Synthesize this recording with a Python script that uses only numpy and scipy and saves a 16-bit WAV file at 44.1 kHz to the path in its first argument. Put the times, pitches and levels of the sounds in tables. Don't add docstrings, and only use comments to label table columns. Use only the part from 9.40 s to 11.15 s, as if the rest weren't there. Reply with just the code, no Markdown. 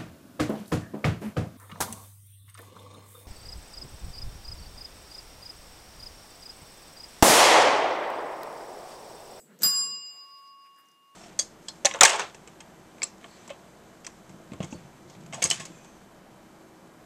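import sys
import numpy as np
from scipy import signal
from scipy.fft import rfft, irfft
from scipy.io import wavfile
from scipy.ndimage import uniform_filter1d

SR = 44100
rng = np.random.default_rng(int(sys.argv[2]) if len(sys.argv) > 2 else 0)


def ratio_of_db(decibels):
    return 10 ** (np.asarray(decibels, float) / 20)


def persist_wave(psi):
    counts = np.round(np.clip(psi, -1, 1) * 32767).astype(np.int16)
    wavfile.write(sys.argv[1], SR, np.atleast_2d(counts).T)


N = 77175
T = np.arange(N) / SR
STRIKE_S = .2325


def curve(rows, column=1):
    rows = np.array(rows)
    return np.interp(T, rows[:, 0], rows[:, column])


def noise(colour):
    points = np.array(colour)
    log_hz = np.log(np.fft.rfftfreq(N, 1 / SR) + 1)
    at = np.log(points[:, 0])
    outside = np.maximum(at[0] - log_hz, 0) + np.maximum(log_hz - at[-1], 0)
    db = np.interp(log_hz, at, points[:, 1]) - 40 * outside
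    x = irfft(rfft(rng.standard_normal(N)) * ratio_of_db(db), N)
    return x / x.std()


def walk(rate):
    width = int(SR / rate)
    x = uniform_filter1d(uniform_filter1d(rng.standard_normal(N), width), width)
    return x / x.std()


def fade(start, t60):
    return (T >= start) * ratio_of_db(-60 * np.maximum(T - start, 0) / t60)


def ring(start, modes):
    return sum(ratio_of_db(db) * fade(start, t60) * np.sin(2 * np.pi * hz * (T - start)) for hz, db, t60 in modes)


def room(x):
    low = signal.sosfilt(signal.butter(1, 1500, fs=SR, output="sos"), rng.standard_normal(N))
    high = rng.standard_normal(N)
    tail = low * fade(.004, .68) + high * fade(.0079, .46) * .36
    return signal.fftconvolve(x, tail / np.sqrt(np.sum(tail ** 2)))[:N]


def hum():
    # f/Hz, level/dB
    tone_colour = [(40, -44.5), (90, -30.5), (200, -26), (900, -21), (2800, -27), (9500, -32.5),
                   (13500, -32.5), (15500, -35)]
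    tone = noise(tone_colour) * ratio_of_db(2.4 * walk(7.5))
    bass = ratio_of_db(-10.5 + 2.5 * walk(5.2)) * noise([(150, 2), (330, 0), (600, -10.5)])
    return ratio_of_db(-69.5) * (tone + bass)


def earlier():
    # f/Hz, level/dB, T60/s
    late_modes = [(4942, -67, 0.18), (7395, -83, .3), (8050, -65, 0.33), (7729, -65.5, 0.61),
                  (7778, -55, .3), (11300, -68.5, .3), (13500, -66.5, 0.47), (14800, -67.5, .3)]
    # f/Hz, level/dB
    wash_colour = [(1760, -55), (3000, -35), (5640, -24.5), (7640, -4), (9650, -17), (10200, -9.5),
                   (11100, -25), (12900, -16), (15500, -21)]
    wash = ratio_of_db(-59) * fade(0, .4) * noise(wash_colour)
    return ring(0, late_modes) * ratio_of_db(2.5 * walk(30)) + wash


def leg():
    # t/s, thud level/dB, rub level above the thud/dB
    shuffle = [(0, -64, -29), (.06, -62, -18), (.1, -57, -21), (.19, -55.5, -15.5), (.245, -42.5, 4),
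               (.34, -61.5, -1), (.49, -58, -6.5), (.56, -65, 0), (.68, -82.5, -11.5)]
    # f/Hz, level/dB
    thud_colour = [(110, -28), (145, -2.5), (225, 3), (280, -7), (420, -4), (650, -12), (900, -23)]
    # f/Hz, level/dB
    rub_colour = [(710, -47.5), (1200, -2), (2660, -9.5), (2890, 2.5), (3020, -7), (4500, -5.5),
                  (5850, -47), (9900, -120)]
    motion = ratio_of_db(curve(shuffle) - 310 * np.maximum(T - .68, 0))
    thud = ratio_of_db(2.5 * walk(40)) * noise(thud_colour)
    rub = ratio_of_db(curve(shuffle, column=2) + 1.6 * walk(60)) * noise(rub_colour)
    return motion * (thud + rub)


def paws():
    # t/s, length/s, level/dB, centre f/Hz
    scuffs = [(0.716, 0.072, -73, 12100), (0.726, 0.14, -70.5, 756), (.97, .05, -73, 13000),
              (0.984, .035, -73.5, 3450), (0.065, 0.14, -64, 1610), (0.378, 0.1, -57, 1400),
              (.47, 0.049, -59, 190), (1.24, 0.68, -76, 352), (1.241, 0.068, -65, 2207),
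              (1.261, 0.017, -72, 10000), (1.355, 0.15, -67.5, 1660), (1.374, 0.068, -67.5, 13400),
              (1.471, 0.089, -73, 1560)]
    out = np.zeros(N)
    for start, length, db, hz in scuffs:
        swell = np.sin(np.pi * np.clip((T - start) / length, 0, 1) ** .55) ** 2
        band = noise([(hz / 1.88, -8), (hz, 0), (hz * 1.37, -8)])
        out += ratio_of_db(db + 1.9 * walk(270)) * swell * band
    return out


def tag():
    # t/s, level/dB, f/Hz
    ticks = [
        (1.076, -60, 4850),
        (1.362, -65, 6770),
        (1.457, -63.5, 6100),
        (1.486, -58, 5900),
        (1.515, -58, 5960),
    ]
    out = np.zeros(N)
    for start, db, hz in ticks:
        band = noise([(hz * .73, -30), (hz * .93, -3), (hz, -3), (hz * 1.84, -25)])
        out += ratio_of_db(db) * fade(start, .025) * band
    return out


def scrape():
    # t/s, level/dB
    drag = [(.188, -90), (.190, -57), (.197, -62), (.207, -59), (.214, -48), (.222, -49), (.232, -46),
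            (.24, -60), (.26, -90)]
    # f/Hz, level/dB
    grit_colour = [(700, -29.5), (1400, -7.5), (2800, -17), (5500, -5), (7000, 5), (8600, -6), (10000, -22),
                   (15500, -26.5)]
    return ratio_of_db(curve(drag) + 2 * walk(600)) * noise(grit_colour)


def plunger():
    knock_times = [.1895, .209, .2203, .2243, .2325]
    # ring level/dB, crack level/dB
    knock_levels = [
        (-59.5, -56),
        (-55.5, -60),
        (-34.5, -32),
        (-40.5, -37.5),
        (-29, -20.5),
    ]
    # f/Hz, level/dB, T60/s
    base_modes = [(1650, -8, .04), (5911, -6, .11), (5860, -8, .1), (6623, -8, .1), (6900, 0, .02),
                  (7714, -3, .14), (7873, -9, .1), (8500, -8, .05)]
    # f/Hz, level/dB
    crack_colour = [(300, -29.5), (1200, -23.5), (1700, -18.5), (3000, -29.5), (6500, -17), (9200, -39),
                    (13500, -5), (15500, -27.5)]
    # f/Hz, level/dB, T60/s
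    sill_modes = [(195, -56, 0.068), (264.2, -53.5, 0.085), (346, -43, 0.046), (444, -58.5, 0.02),
                  (1530, -40, 0.01)]
    crack = noise(crack_colour)
    out = ring(STRIKE_S, sill_modes)
    for start, (db, crack_db) in zip(knock_times, knock_levels):
        out = out + ratio_of_db(db) * ring(start, base_modes)
        out = out + ratio_of_db(crack_db) * fade(start, .025) * crack
    return out


def dome():
    # f/Hz, level/dB, T60/s
    dome_modes = [(1105.96, -49.4, 11.), (2833.16, -41.1, .93), (4937.62, -37.8, 1.9),
                  (7395.45, -21.8, .82), (10178.06, -26.3, .46), (13294.2, -37.7, .26), (2212.2, -68, 4.),
                  (10886, -37, .22), (12340, -42, .3), (14748, -29, .17), (14792, -38.5, .5),
                  (14820, -39, .28)]
    partners = {0: [(-1.18, -50.1, 6.8, .69)], 1: [(-13.48, -53., 2.2, .301), (-1.61, -41.9, 2.84, .387),
                (-1.12, -59, 6.19, .638), (-3.39, -42.5, 1.01, .502)], 2: [(6.47, -31.4, 1.43, .384),
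                (7.14, -17.5, 1.22, .33), (11.94, -26.6, .42, .275)], 3: [(-2.44, -20.6, .68, .499),
                (4.18, -17.8, .52, .377), (1.64, -12.6, .46, .256), (-25., -42, .9, .29)],
                4: [(-4.22, -31.1, .43, .272), (3.65, -23.7, .41, .311), (16.83, -31.3, .4, .241)],
                5: [(13.5, -16.9, .16, .299)]}
    out = ring(STRIKE_S, dome_modes)
    for mode, rows in partners.items():
        for detune, db, t60, lull in rows:
            cycles = dome_modes[mode][0] * (T - STRIKE_S) + detune * (T - lull)
            out = out - ratio_of_db(db) * fade(STRIKE_S, t60) * np.sin(2 * np.pi * cycles)
    dip = 1 - .35 * np.exp(-np.abs(T - STRIKE_S) / .012)
    return out * ratio_of_db(.7) * dip


def thinned(x, bell):
    low_hz, high_hz, width_hz = 4000, 12000, 430.
    margin_db, follow, chance_db = -50.5, .6, 2.5
    up_db, down_db = 7, 40
    hz, _, z = signal.stft(x, SR, nperseg=1024)
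    bell_z = signal.stft(bell, SR, nperseg=1024)[2]
    loud = 10 * np.log10(np.abs(bell_z) ** 2 + 1e-14)
    edges = np.arange(low_hz, high_hz, width_hz)
    luck = uniform_filter1d(rng.standard_normal((len(edges), z.shape[1])), size=5, axis=1) * 5 ** .5
    for low, chance in zip(edges, luck):
        band = (hz >= low) & (hz < low + width_hz)
        octaves = np.log2(low / (hz + 1))[:, None]
        spread = np.where(octaves > 0, up_db, -down_db) * octaves
        reach = np.max(follow * loud - spread, axis=0)
        power = uniform_filter1d(np.sum(np.abs(z[band]) ** 2, axis=0), size=3)
        own = 10 * np.log10(power + 1e-14)
        over = own - reach - margin_db - chance_db * chance
        z[band] *= ratio_of_db(np.clip(12 * over, -24, 0))
    return signal.istft(z, SR)[1][:N]


def scene():
    bell = dome()
    knocks = plunger() + scrape()
    wet = room(ratio_of_db(-32) * bell + ratio_of_db(-2.5) * knocks)
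    body = signal.butter(8, 135, "high", fs=SR, output="sos")
    near = signal.sosfilt(body, knocks + wet + leg() + paws() + tag())
    return (bell + thinned(near + earlier() + hum(), bell))[None]


def top_cut(x):
    return signal.sosfilt(signal.butter(12, 15770, fs=SR, output="sos"), x)


def record(dry):
    x = signal.sosfilt(signal.butter(2, 90, "high", fs=SR, output="sos"), dry)
    x = signal.sosfilt(signal.ellip(8, .2, 60, 15500, fs=SR, output="sos"), x)
    return top_cut(x)


dry = scene()
out = record(dry)
persist_wave(out)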